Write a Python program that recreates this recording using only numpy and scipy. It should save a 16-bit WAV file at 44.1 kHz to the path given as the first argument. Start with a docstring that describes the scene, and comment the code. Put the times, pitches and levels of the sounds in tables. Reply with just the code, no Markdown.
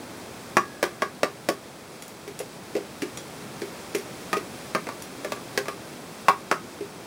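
"""Tongs and bowl at a terrace grill

Close to one microphone, steel tongs clack on a bowl, meat thuds into it and the tong arms tick together.
The grill's open lid and nearby walls answer; fat hisses on foil, with a town rumbling in the distance.
The loudest blows turn the camera's gain down, so that the hiss ducks slightly and creeps back."""
import sys
import numpy as np
from scipy import signal
from scipy.fft import rfft, irfft, next_fast_len
from scipy.io import wavfile
from scipy.ndimage import map_coordinates

SR = 44100
rng = np.random.default_rng(int(sys.argv[2]) if len(sys.argv) > 2 else 0)


def inscribe(sig):
    """Save sig as 16-bit PCM at rate SR to the path in sys.argv[1].

    A 1-D sig is mono; a 2-D sig holds one channel per row.
    Samples are clipped to [-1, 1] before scaling.
    """
    pcm = np.round(np.clip(np.atleast_2d(sig).T, -1, 1) * 32767)
    wavfile.write(sys.argv[1], SR, pcm.astype(np.int16))


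N = 311346

# bare steel on the bowl: start_s, level_db, place (0 wall, 1 rim), hardness_db_per_octave, low_hz, rim_hz
BOWL_CLACKS = [(0.5693, -15, 0.72, -0.74, 375, 1132), (0.8286, -23.5, 0.11, .8, 357, 1207),
               (0.839, -23.5, 0.58, -1, 376, 1185), (1.021, -20, .45, -1.35, 386, 1123),
               (1.2322, -20, 0.31, -.4, 605, 1182), (1.4881, -21.5, 0.043, .3, 367, 1120),
               (4.3305, -20.5, 0.72, -0.3, 377, 1238), (4.7496, -22, 0.57, -.7, 657, 1200),
               (4.8698, -35.5, 0.22, -1.2, 487, 1180), (4.889, -33, 0.8, 0.5, 296, 1150),
               (5.247, -35.5, 0, 0.7, 510, 1180), (5.3209, -30.5, 0.47, 1.3, 534, 1165),
               (5.5764, -27, 0.011, 1.3, 521, 1076), (5.657, -37.5, 0.63, 0, 520, 1160),
               (5.6833, -30, 0.46, 0.5, 380, 1195), (6.2841, -15.5, 0.98, 0.65, 970, 1100),
               (6.2913, -19.5, 0.83, -9, 760, 1116), (6.514, -16, 0.59, -1.14, 350, 1267)]
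# meat landing in the bowl: start_s, level_db, pitch_hz, tong_click_db
MEAT_THUDS = [(2.278, -39, 403, -44.5), (2.4013, -29, 503, -43), (2.7523, -23.5, 415.6, -42.5),
              (2.7658, -27.5, 490, -42.5), (3.021, -23, 304, -36), (3.6186, -31, 395, -42.5),
              (3.9487, -26, 403, -35), (4.369, -29, 410, -37), (6.808, -30.5, 410, -51)]
# the bowl's modes: pitch_hz, level_db, t60_s
BOWL_MODES = [(188, -14, .1), (280, -10, .08), (360, -3, .15), (403, 1, .17), (492, -4, .08),
              (560, -4, .07), (648, -5, .07), (765, -5, .09), (955, -8, .05), (1098, -7, .15),
              (1204, -8, .16), (1305, -14, .1), (1464, -7, .09), (1632, -6, .1), (1810, -7, .07),
              (1950, -1, .06), (2213, -7, .07), (2410, -11, .06), (2686, -11, .06)]
# a blow's own low note, then its rim note: level_db, t60_s
BLOW_NOTES = [(3, .065), (2, .115)]
# how a blow on the wall drives the bowl: frequency_hz, gain_db
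WALL_DRIVE = [(350, -1), (600, 5.5), (880, -12), (1150, -9.5), (1600, -6), (2500, -10), (3400, -9),
              (8000, -7.5), (14000, -5)]
# how a blow on the rim drives it: frequency_hz, gain_db
RIM_DRIVE = [(200, -6), (400, -18), (650, -7.5), (1120, 2), (1500, -8.5), (2050, -13.5), (2500, -10.5),
             (3400, -15)]
# how the tongs' click drives it through the meat: frequency_hz, gain_db
CUSHIONED_DRIVE = [(1100, -11), (1600, -5), (2300, -1), (3600, -2.5), (12000, 0.5)]
# contact noise on the bowl: frequency_hz, level_db
CRACK_SPECTRUM = [(40, -26), (100, -8), (180, -2), (400, 5), (700, 2.5), (1200, 0), (2200, 4.5),
                  (3600, -5.5), (5200, -4), (7500, -11.5), (10000, -13), (15500, -18.5)]
# the tong arms meeting: start_s, level_db, brightness_db_per_octave
TONG_TICKS = [(0.852, -28, 0), (2.0226, -24, 5.5), (2.08, -29, 14), (2.391, -20.5, 8), (3.1732, -22, 4),
              (3.9514, -19.5, 6), (3.9834, -31, 8), (5.022, -23.5, 8)]
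# the steel's short modes in a tick: pitch_hz, level_db, t60_s
STEEL_MODES = [(3350, -6, .03), (5750, -8, .03), (6900, -11, .025), (10300, -13, .02), (13200, -21, .015)]
# contact noise between the arms: frequency_hz, level_db
SNAP_SPECTRUM = [(300, 5), (2000, 14.5), (5500, 3), (10000, -2), (15500, -14)]
# the two arms ringing freely: pitch_hz, level_db, t60_s
ARM_MODES = [(1653, 0, 1.7), (1696, -4, 1.7)]
# reflections off lid, floor and walls: delay_s, relative_gain
NEAR_ECHOES = [(.0035, 0.49), (0.0118, 0.52), (0.029, .12)]
# the terrace's diffuse tail: frequency_hz, t60_s
TERRACE_DECAY = [(150, 0.3), (500, 0.11), (1300, 0.19), (4000, 0.17), (14000, 0.17)]
# fat on hot foil: frequency_hz, level_db
SIZZLE_SPECTRUM = [(300, -40), (1200, 7), (2300, 8), (3700, 4.5), (5200, 4), (7000, 0.5), (10000, 0.5),
                   (13000, -4), (15800, -5)]
# the town from a distance: frequency_hz, level_db
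TOWN_SPECTRUM = [(20, -25), (40, -20), (70, -10.5), (125, -0.5), (200, 0.5), (330, 0.5), (550, -3),
                 (900, -7), (1500, -13), (3000, -47), (8000, -39)]
# the background's slow drift: time_s, town_db, sizzle_db
BACKGROUND_LEVELS = [(0, -41, -46), (.5, -41, -45.5), (2.4, -42.5, -46.5), (4, -40.5, -44),
                     (7.06, -41, -45)]
# the camera's narrow dips: centre_hz, width_hz
CAMERA_NOTCHES = [(2915, 130), (11720, 1300)]

DRIVE_HZ = np.geomspace(20, SR / 2, num=128)  # where a blow's drive is evaluated


def clacks(bright_above_hz=960):
    """Steel on the bowl: a broad knock on the wall, more ring towards the rim, brighter when harder."""
    track = np.zeros(N)
    octaves_up = np.maximum(np.log2(DRIVE_HZ / bright_above_hz), 0)
    wall, rim = along(WALL_DRIVE, DRIVE_HZ), along(RIM_DRIVE, DRIVE_HZ)
    for start_s, db, place, hardness, low_hz, rim_hz in BOWL_CLACKS:
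        drive_db = db + (1 - place) * wall + place * rim + hardness * octaves_up
        modes = gripped_bowl((low_hz, *BLOW_NOTES[0]), (rim_hz, *BLOW_NOTES[1]))
        add(track, start_s, blow(modes, drive_db, ring_db=3, crack_db=19, crack_t60_s=0.042))
    return track


def thuds(plateau_ratio=1.104, falloff_db_per_octave=19, t60_share=0.88):
    """Meat lands softly, driving the modes near one low note and damping the bowl; the tongs click."""
    track = np.zeros(N)
    for start_s, db, pitch_hz, click_db in MEAT_THUDS:
        octaves_off = np.maximum(np.abs(np.log2(DRIVE_HZ / pitch_hz)) - np.log2(plateau_ratio), 0)
        landing_db = db - falloff_db_per_octave * octaves_off
        drive_db = np.maximum(landing_db, click_db + along(CUSHIONED_DRIVE, DRIVE_HZ))
        modes = gripped_bowl((pitch_hz, *BLOW_NOTES[0])) * [1, 1, t60_share]
        add(track, start_s, blow(modes, drive_db, ring_db=4.5, crack_db=16, crack_t60_s=0.062))
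    return track


def gripped_bowl(*notes, detune=0.0051):
    """The bowl's modes, slightly shifted by the grip, joined by the blow's own notes."""
    hz, db, t60 = np.transpose(BOWL_MODES)
    shifted_hz = hz * (1 + detune * rng.standard_normal(len(hz)))
    return np.vstack([np.column_stack([shifted_hz, db, t60]), *notes])


def blow(modes, drive_db, ring_db, crack_db, crack_t60_s, impact_db=18, bass_hz=140):
    """One contact with the bowl, heard on the terrace: ring and crack, both shaped by the drive."""
    t = np.arange(SR // 4) / SR
    drive = np.column_stack([DRIVE_HZ, drive_db])
    body = ring(modes, along(drive, modes[:, 0]) + ring_db, t)
    # the steel edge strikes once, then chatters briefly on the surface
    contact = rng.standard_normal(len(t)) * decay(t, crack_t60_s)
    contact[0] = amp(impact_db)
    crack = amp(crack_db) * causal(contact, CRACK_SPECTRUM, drive)
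    # a small bowl radiates hardly any bass
    low_cut = signal.butter(2, bass_hz, "highpass", fs=SR, output="sos")
    return terrace(signal.sosfilt(low_cut, body + crack), wet_db=-9, echo_db=-5)


def ring(modes, drive_db, t):
    """Struck modes swell within a cycle and die away, with new strengths and phases at each contact."""
    hz, db, t60 = np.transpose(modes)
    gains = amp(db + drive_db + rng.standard_normal(len(hz)))
    lag_s = rng.uniform(.002, .004)  # modes close in pitch start in step, others do not
    waves = np.sin(2 * np.pi * np.outer(hz, t + lag_s))
    swell = 1 - np.exp(-np.pi * np.outer(hz, t))
    return gains @ (waves * swell * decay(t, t60[:, None]))


def ticks(snap_db=-6, snap_t60_s=0.025):
    """The thin steel arms snap together with a barely ringing tick."""
    track, t = np.zeros(N), np.arange(SR // 8) / SR
    for start_s, db, brightness in TONG_TICKS:
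        contact = rng.standard_normal(len(t)) * decay(t, snap_t60_s)
        snap = amp(snap_db) * causal(contact, SNAP_SPECTRUM)
        steel = ring(STEEL_MODES, drive_db=-2, t=t)
        tick = causal(snap + steel, [(2000, -2 * brightness), (16000, brightness)])
        add(track, start_s, amp(db) * terrace(tick, wet_db=-5, echo_db=-3))
    return track


def singing_arms(drive_db=-42.5):
    """After the first clack the two free arms sing on faintly, slightly out of tune with each other."""
    track, t = np.zeros(N), np.arange(2 * SR) / SR
    add(track, BOWL_CLACKS[0][0], ring(ARM_MODES, drive_db, t))
    return track


def terrace(sound, wet_db, echo_db, build_s=0.014, delay_spread=0.021):
    """Near surfaces send back a few echoes, shifting as the hands move, and a short diffuse tail."""
    hz, t, noise = signal.stft(rng.standard_normal(SR // 3), SR, nperseg=256)
    _, tail = signal.istft(noise * decay(t, along(TERRACE_DECAY, hz)[:, None]), SR, nperseg=256)
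    tail *= 1 - np.exp(-np.arange(len(tail)) / SR / build_s)
    response = amp(wet_db) * tail / np.linalg.norm(tail)
    response[0] += 1  # the direct path to the microphone
    # small surfaces throw back little bass
    bounce = causal(signal.unit_impulse(256), [(300, -12), (1200, 0)])
    for delay_s, gain in NEAR_ECHOES:
        arrival_s = delay_s * (1 + delay_spread * rng.standard_normal())
        add(response, arrival_s, amp(echo_db) * gain * bounce)
    return signal.fftconvolve(sound, response)


def sizzle(spit_db=-9, spits_per_s=2000, spread_db=2.5):
    """Fat fizzes on the grill's foil: a hiss mixed with countless tiny bursts."""
    time_s, _, sizzle_db = np.transpose(BACKGROUND_LEVELS)
    level_db = np.interp(np.arange(N) / SR, time_s, sizzle_db)
    spits = (rng.random(N) < spits_per_s / SR) * rng.standard_normal(N)
    spits *= amp(spread_db * rng.standard_normal(N))
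    fizz = coloured(rng.standard_normal(N) + amp(spit_db) * unit(spits), SIZZLE_SPECTRUM)
    return unit(fizz) * amp(level_db + 0.34 * wobble(15))


def town():
    """Far behind the terrace the town rumbles, its level barely wavering."""
    time_s, town_db, _ = np.transpose(BACKGROUND_LEVELS)
    level_db = np.interp(np.arange(N) / SR, time_s, town_db)
    rumble = coloured(rng.standard_normal(N), TOWN_SPECTRUM)
    return unit(rumble) * amp(level_db + 0.26 * wobble(4.72))


def whine(pitch_hz=7885, level_db=-64):
    """A faint, thin whistle holds one pitch in the background."""
    return amp(level_db + 1.5 * wobble(2.8)) * np.sin(2 * np.pi * pitch_hz * np.arange(N) / SR)


def gain_control(x, threshold_db=-21.5, max_cut_db=2.5, recover_db_per_s=1.5):
    """A loud blow turns the camera's gain down quickly; it creeps back over a second or so."""
    level_db = 10 * np.log10(lagged(x ** 2, lag_s=0.0083) + 1e-20)
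    wanted_cut_db = np.clip(level_db - threshold_db, 0, max_cut_db)
    recovery_db = recover_db_per_s * np.arange(N) / SR
    held_cut_db = np.maximum.accumulate(wanted_cut_db + recovery_db) - recovery_db
    return x * amp(-lagged(held_cut_db, lag_s=0.034))


def amp(db):
    """Decibels to gain."""
    return 10 ** (np.asarray(db) / 20)


def unit(x):
    """x at rms 1."""
    return x / np.sqrt(np.mean(x ** 2) + 1e-20)


def decay(t, t60_s):
    """An envelope that falls 60 dB in t60_s."""
    return np.exp(-np.log(1000) * t / t60_s)


def along(points, hz):
    """Rows of frequency_hz, value, interpolated on a log frequency axis."""
    point_hz, values = np.transpose(points)
    return np.interp(np.log(hz + 1), np.log(point_hz + 1), values)


def wobble(knots_per_s):
    """A smooth random curve."""
    knots = rng.standard_normal(int(N * knots_per_s / SR) + 4)
    return map_coordinates(knots, [np.arange(N) * knots_per_s / SR])


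def lagged(x, lag_s):
    """x followed with a first-order lag."""
    keep = np.exp(-1 / (lag_s * SR))
    return signal.lfilter([1 - keep], [1, -keep], x)


def filtered(x, response):
    """x through a gain given as a function of frequency."""
    size = next_fast_len(len(x) + SR // 8)
    hz = np.fft.rfftfreq(size, 1 / SR)
    return irfft(rfft(x, size) * response(hz), size)[:len(x)]


def coloured(x, spectrum):
    """x shaped by rows of frequency_hz, gain_db."""
    return filtered(x, lambda hz: amp(along(spectrum, hz)))


def causal(x, *spectra):
    """x shaped by spectra of frequency_hz, gain_db at minimum phase, so that attacks stay sharp."""
    size = 2 * len(x)
    hz = np.fft.rfftfreq(size, 1 / SR)
    gain_db = sum(along(points, hz) for points in spectra)
    cepstrum = irfft(np.log(amp(gain_db)), size)
    cepstrum[1:size // 2] *= 2
    cepstrum[size // 2 + 1:] = 0
    return irfft(rfft(x, size) * np.exp(rfft(cepstrum)), size)[:len(x)]


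def add(track, start_s, sound):
    """Mix a sound into the track."""
    part = track[max(round(start_s * SR), 0):][:len(sound)]
    part += sound[:len(part)]


def scene():
    """One microphone: bowl and tongs in front, the grill under them, the town far behind."""
    bowl = clacks() + thuds()
    tongs = ticks() + singing_arms()
    background = sizzle() + town() + whine()
    return (bowl + tongs + background)[None]


def record(dry):
    """The camera rides its gain, rounds off peaks, notches two narrow bands and cuts the top treble."""
    def response(hz, top_hz=15950):
        dips = [(centre ** 2 - hz ** 2) / (centre ** 2 - hz ** 2 + 1j * hz * width)
                for centre, width in CAMERA_NOTCHES]
        return np.prod(dips, axis=0) / (1 + (hz / top_hz) ** 120)

    ducked = gain_control(dry[0])
    rounded = ducked / (1 + ducked ** 4) ** (1 / 4)
    return filtered(rounded, response)[None]


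dry = scene()
out = record(dry)
inscribe(out)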